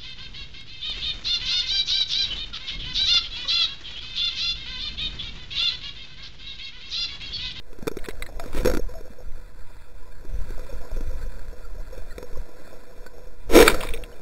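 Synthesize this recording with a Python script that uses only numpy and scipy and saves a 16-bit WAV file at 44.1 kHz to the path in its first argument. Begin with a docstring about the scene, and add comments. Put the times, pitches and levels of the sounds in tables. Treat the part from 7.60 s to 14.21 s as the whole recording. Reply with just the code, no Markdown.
"""Water surges against a microphone port over a faint hiss: a small camera in a plastic housing is being
moved about under water in a pool. Knocks of water ring the housing, bubbles plink and bloop, froth rushes
past, and a plunge ends the scene. The recorder samples at 6 kHz and holds each value, which mirrors all
sound up into the treble."""
import sys
import numpy as np
from scipy import signal
from scipy.fft import rfft, irfft
from scipy.io import wavfile

SR = 44100
rng = np.random.default_rng(int(sys.argv[2]) if len(sys.argv) > 2 else 0)


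def generate_wav(sig):
    """Save sig (samples, or channels by samples) to the path in sys.argv[1] as 16-bit PCM at SR."""
    pcm = np.round(np.clip(np.atleast_2d(sig).T, -1, 1) * 32767).astype(np.int16)
    wavfile.write(sys.argv[1], SR, pcm)


N = 291711

# The tone of the surge. Each row: frequency in Hz, relative level in dB.
SURGE_SPECTRUM = [(2, -0.5), (6, -4), (12, -0.5), (25, -13.5), (50, -19.5), (100, -33.5), (200, -45),
                  (400, -70)]
# Water pushing past the port. Each row: time in seconds, surge level in dB.
SURGE_LEVELS = [(0.0, -48), (0.03, -38.5), (0.44, -29.5), (0.92, -25), (0.99, -16), (1.53, -33.5),
                (1.56, -29), (2.56, -36.5), (2.72, -18.5), (3.11, -25), (3.18, -21), (3.29, -43),
                (3.33, -19.5), (3.79, -26), (4.07, -33), (4.14, -24), (4.67, -35), (4.8, -25), (4.86, -38),
                (5.71, -38), (5.93, -16), (6.61, -36)]
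# Far hiss in the housing. Each row: time in seconds, low wash in dB, high wash in dB.
WASH_LEVELS = [(0.0, -60, -63), (0.18, -51.5, -55), (0.39, -46.5, -55), (0.77, -49, -55), (1.01, -39, -46),
               (1.16, -50.5, -54), (1.62, -54, -56), (2.17, -60, -54.5), (2.58, -54.5, -56.5),
               (2.98, -48.5, -48.5), (3.59, -49, -50), (3.96, -52, -54), (5.19, -48, -52.5),
               (5.74, -53.5, -58), (5.93, -57, -53), (6.09, -29.5, -35), (6.39, -44, -54), (6.61, -47, -53)]
# The housing's low body and high wall modes. Each row: pitch in Hz, width in Hz, relative level in dB.
BODY_MODES = [(216, 40, -15), (328, 70, -6.5), (499.7, 36.4, 7), (630.5, 128, 0)]
WALL_MODES = [(1003, 83, 4), (1417, 107, -1), (1595, 273, 0.5), (2000, 206, -6.5), (2403, 77, -2),
              (2573, 340, -5)]
# Water hitting the housing. Each row: start in seconds, thud in dB, air pocket pitch in Hz, crack in dB.
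WATER_KNOCKS = [(0.129, -36.5, 460, -53), (0.187, -35, 382, -54), (0.225, -25, 227, -46.5),
                (0.27, -17.5, 416, -32.5), (0.277, -14.5, 465, -27), (0.314, -24, 424, -49),
                (0.369, -21.5, 404, -43), (0.485, -21.5, 433, -40), (0.796, -29.5, 686, -33.5),
                (0.838, -32.5, 420, -44.5), (0.858, -29.5, 277, -47), (0.93, -46, 202, -40),
                (0.947, -23.5, 326, -40), (0.969, -28, 484, -36), (0.981, -29, 364, -42),
                (1.03, -26, 248, -47), (1.048, -15, 370, -29.5), (1.057, -10.5, 490, -26.5),
                (1.071, -12, 470, -29), (1.075, -16.5, 500, -27.5), (1.083, -20, 480, -37),
                (1.097, -16, 500, -31.5), (1.114, -27, 245, -33), (1.136, -18, 373, -33),
                (1.148, -20, 310, -32), (1.17, -15.5, 330, -32.5), (1.194, -21, 494, -60),
                (1.338, -36, 630, -47.5), (1.408, -33, 450, -57), (2.648, -35.5, 358, -66),
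                (2.904, -32, 390, -47), (2.993, -36.5, 520, -49), (3.37, -28, 490, -50),
                (3.407, -28.5, 294, -46), (4.377, -31, 483, -49), (4.581, -26.5, 488, -39),
                (4.627, -28, 484, -44), (4.729, -36, 463, -52), (4.771, -32, 510, -55),
                (4.89, -36, 466, -56.5), (5.463, -36, 496, -44.5), (6.011, -15, 474, -23),
                (6.098, -13, 474, -24), (6.143, -21, 514, -32), (6.25, -26.5, 473, -53)]
# Small bubbles bursting. Each row: start in seconds, relative level in dB, pitch in Hz.
BURSTING_BUBBLES = [(0.387, -35, 2390), (0.44, -35, 1800), (0.4486, -32.5, 1580), (0.4567, -32, 2380),
                    (0.487, -28, 2010), (0.4944, -32.5, 2110), (0.5074, -34, 2000), (0.5954, -52, 1490),
                    (0.622, -25.5, 2030), (0.6623, -33, 1820), (6.0244, -9, 1720), (6.0779, -5.5, 2270),
                    (6.0771, -6.5, 1390), (6.1414, -24.5, 1330), (6.2054, -20.5, 2740),
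                    (6.2331, -19.5, 1060), (6.2454, -42, 1460), (6.2694, -34.5, 2360), (6.288, -31, 2350),
                    (6.3044, -37, 2380), (6.336, -29.5, 2540), (6.3434, -34.5, 2360), (6.3623, -41, 2000),
                    (6.372, -35, 2390), (6.4364, -31.5, 2800)]
# Ringing bubbles and low thuds of water. Each row: start in seconds, pitch in Hz,
# glide in octaves per second, level in dB, seconds to fall by 60 dB.
BLOOPS_AND_THUDS = [(.797, 730, -5.5, -33, 0.22), (1.5, 226.8, -8, -33, .05), (1.283, 460, 4, -40, 0.22),
                    (1.348, 670, -1.5, -29, 0.12), (1.582, 500, 0, -32, 0.084),
                    (2.521, 1630, -0.5, -38.5, 0.048), (3.091, 546, 0.5, -23, 0.057),
                    (3.215, 675, 1, -33, 0.082), (3.36, 431, 2.5, -30, 0.14), (3.502, 506, 2, -33, 0.13),
                    (4.045, 1350, 2, -35.5, 0.076), (4.18, 593, 4, -33.5, 0.067),
                    (4.325, 498, 4.5, -29, 0.11), (4.505, 1935, -5.5, -29, 0.048),
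                    (4.518, 1440, -2.5, -33, 0.042), (4.634, 508, -2.5, -32, .14),
                    (4.755, 1036, -2, -35, 0.053), (4.774, 89, -15, -22.5, 0.11),
                    (5.463, 1480, 2.5, -32, .05), (5.945, 300, 6.5, -5, 0.24), (6.1, 120, -8, -29, .07),
                    (6.335, 463, 0.5, -23, 0.1), (6.525, 2900, 5, -34, 0.035)]
# Froth sweeping over the housing. Each row: start, rise and hold in seconds, gulp in dB, spray in dB.
FROTH_RUSHES = [(.8, .03, 0.095, -52, -41), (0.92, 0.047, 0.019, -34, -24.5),
                (1.043, 0.011, 0.061, -30, -32), (5.893, 0.063, 0.06, -9.5, -4),
                (6.044, 0.022, 0.028, -23, -11.5), (6.189, 0.044, 0.0058, -50, -21),
                (6.283, 0.039, 0.12, -54, -48)]
# The air pocket under the froth. Each row: pitch in Hz, width in Hz, relative level in dB.
GULP_MODES = [(338, 58, -10), (460, 79, -2), (666, 46, -19.5)]

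POCKET_WIDTH_HZ, POCKET_SWELL_HZ = 91, 300
FROTH_RISE_DB, GULP_FALL_DB_S, SPRAY_FALL_DB_S = 26.5, 269, 300
SAMPLE_HZ, GUARD_HZ, CUTOFF_HZ, DC_OFFSET = 6000, 3050, 16150, 0.03


def from_db(db):
    return 10 ** (np.asarray(db) / 20)


def rms_one(x):
    return x / np.sqrt(np.mean(x ** 2) + 1e-20)


def butter(x, hz, kind, order):
    return signal.sosfilt(signal.butter(order, hz, kind, fs=SR, output="sos"), x)


def fader_curves(rows):
    """Each level column of a table, drawn out to one value per sample."""
    times, *columns = np.transpose(rows)
    return [np.interp(np.arange(N) / SR, times, column) for column in columns]


def drift(rate_hz):
    """A smooth random wobble; rms about 1."""
    step, settle = 40, 2000
    pole = np.exp(-2 * np.pi * rate_hz * step / SR)
    noise = rng.standard_normal(N // step + settle + 2)
    slow = signal.lfilter([1], [1, -2 * pole, pole * pole], noise)[settle:]
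    return np.interp(np.arange(N) / step, np.arange(len(slow)), rms_one(slow))


def resonance(x, hz, width):
    """One ringing mode; a unit click rings with height 1."""
    pole, angle = np.exp(-np.pi * width / SR), 2 * np.pi * hz / SR
    return signal.lfilter([0, np.sin(angle)], [1, -2 * pole * np.cos(angle), pole * pole], x + 1e-18)


def modes(x, table):
    """Modes ringing side by side, their peaks balanced by the table's levels."""
    return sum(from_db(db) * width * resonance(x, hz, width) for hz, width, db in table)


def grains(per_s, spread_db):
    """Random clicks of uneven size; rms 1."""
    sizes = from_db(spread_db * np.minimum(rng.exponential(1, N), 5)) * rng.choice([-1, 1], N)
    return rms_one(sizes * (rng.random(N) < per_s / SR))


def rattles(count, decay_s, attack_s=0.00035, tail_s=0.0057):
    """Short bursts of noise with a faint tail; each has rms 1."""
    t = np.arange(round(.06 * SR)) / SR
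    envelope = (1 - np.exp(-t / attack_s)) * (np.exp(-t / decay_s) + 0.19 * np.exp(-t / tail_s))
    return [rms_one(noise * envelope) for noise in rng.standard_normal((count, len(t)))]


def rush(start, rise, hold, fall_db_s):
    """An envelope that swells to 1, holds and dies away."""
    t = np.arange(N) / SR - start
    swell_db = FROTH_RISE_DB * np.minimum(t / rise - 1, 0)
    fall_db = fall_db_s * np.maximum(t - rise - hold, 0)
    return (t > 0) * from_db(swell_db - fall_db)


def surge(lumps_db=2.5):
    """A lumpy rumble: pressure on the microphone port as the water pushes past."""
    hz = np.maximum(np.arange(N // 2 + 1) * SR / N, 1)
    curve_hz, curve_db = np.transpose(SURGE_SPECTRUM)
    tone = from_db(np.interp(np.log(hz), np.log(curve_hz), curve_db))
    level_db = fader_curves(SURGE_LEVELS)[0] + lumps_db * drift(6)
    rumble = irfft(rfft(rng.standard_normal(N)) * tone, N)
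    return from_db(level_db) * rms_one(rumble)


def wash(swell_db=2.7):
    """Far hiss shakes the housing; each mode swells on its own and is nudged by stray bubbles."""
    hiss = .3 * grains(250, spread_db=3) + rng.standard_normal(N)
    bed = np.zeros(N)
    for table, nudge, level_db in zip((BODY_MODES, WALL_MODES), (1.1, 0.5), fader_curves(WASH_LEVELS)):
        ring = np.zeros(N)
        for mode in table:
            swelling = hiss * from_db(swell_db * drift(12.7))
            ring += modes(swelling + nudge * grains(30, spread_db=3), [mode])
        bed += from_db(level_db) * rms_one(ring)
    return butter(bed, 2557, "low", order=10)


def knocks():
    """Each knock of water thumps the body, rings its own air pocket and cracks in the walls."""
    thumps, pockets, cracks = np.zeros((3, N))
    bursts = rattles(len(WATER_KNOCKS), decay_s=.0016)
    for (start, thud_db, pocket_hz, crack_db), burst in zip(WATER_KNOCKS, bursts):
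        i = round(start * SR)
        thumps[i] = from_db(thud_db)
        click = np.arange(len(burst)) == 0
        pocket = resonance(click, pocket_hz, POCKET_WIDTH_HZ)
        pocket = resonance(pocket, pocket_hz, POCKET_SWELL_HZ)   # rounds off the attack
        pockets[i:i + len(burst)] += from_db(thud_db) * pocket / np.abs(pocket).max()
        cracks[i:i + len(burst)] += from_db(crack_db) * burst
    thuds = pockets + from_db(-52.5) * modes(thumps, BODY_MODES)
    cushioned = butter(thuds, 1280, "low", order=2)   # water softens the blow
    bite = from_db(-3.5) * cracks + from_db(-76) * modes(cracks, WALL_MODES)
    return cushioned + butter(bite, 943, "high", order=4)


def plinks():
    """Small bubbles burst at the port: each snaps and rings briefly at its own pitch."""
    out = np.zeros(N)
    bursts = rattles(len(BURSTING_BUBBLES), decay_s=0.0029)
    for (start, level_db, hz), burst in zip(BURSTING_BUBBLES, bursts):
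        snap = from_db(-24.5) * resonance(burst, hz, width=820)
        ring = from_db(-33.5) * resonance(burst, hz, width=133)
        out[round(start * SR):][:len(burst)] += from_db(level_db) * (snap + ring)
    return butter(out, 1200, "high", order=4)


def bloops_and_thuds(attack_s=0.0064, flutter_db=3.5):
    """Ringing bubbles and low thuds of water: dying sines whose pitch slides and whose level flutters."""
    out = np.zeros(N + SR)
    t = np.arange(round(.25 * SR)) / SR
    for start, hz, glide, level_db, t60 in BLOOPS_AND_THUDS:
        tone = np.sin(2 * np.pi * np.cumsum(hz * 2 ** (glide * t)) / SR)
        envelope = from_db(level_db - 60 * t / t60) * (1 - np.exp(-t / attack_s))
        out[round(start * SR):][:len(t)] += envelope * tone
    return from_db(flutter_db * drift(63)) * out[:N]


def froth():
    """Collapsing bubbles crackle: they make the air pocket gulp, and their bright edge is the spray."""
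    crackle = grains(1400 * from_db(2.5 * drift(40)), spread_db=3.5)
    fizz = butter(crackle + 0.35 * rng.standard_normal(N), 1280, "high", order=2)
    spray = rms_one(fizz) + 0.23 * rms_one(modes(crackle, WALL_MODES))
    pocket = modes(crackle + 0.81 * rng.standard_normal(N), GULP_MODES)
    gulp = rms_one(butter(pocket, 300, "high", order=2))
    out = np.zeros(N)
    for start, rise, hold, gulp_db, spray_db in FROTH_RUSHES:
        out += from_db(gulp_db) * rush(start, rise, hold, GULP_FALL_DB_S) * gulp
        out += from_db(spray_db) * rush(start, rise, hold, SPRAY_FALL_DB_S) * spray
    return out


def scene():
    """The mono mix: a bed of surge and wash, with froth, knocks, bubbles and thuds on top."""
    return (surge() + wash() + froth() + knocks() + plinks() + bloops_and_thuds())[None]


def record(dry):
    """The recorder samples at 6 kHz, clips overloads and holds each value, adding a gritty treble."""
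    guarded = butter(dry[0], GUARD_HZ, "low", order=8)
    values = np.clip(signal.resample_poly(guarded, SAMPLE_HZ, SR) + DC_OFFSET, -1, 1)
    held = np.repeat(values, 8)   # a staircase at 48 kHz
    mirrored = signal.resample_poly(held, SR, 8 * SAMPLE_HZ)[:N]
    top_cut = signal.cheby2(20, 70, CUTOFF_HZ, fs=SR, output="sos")
    return signal.sosfilt(top_cut, mirrored)[None]


dry = scene()
out = record(dry)
generate_wav(out)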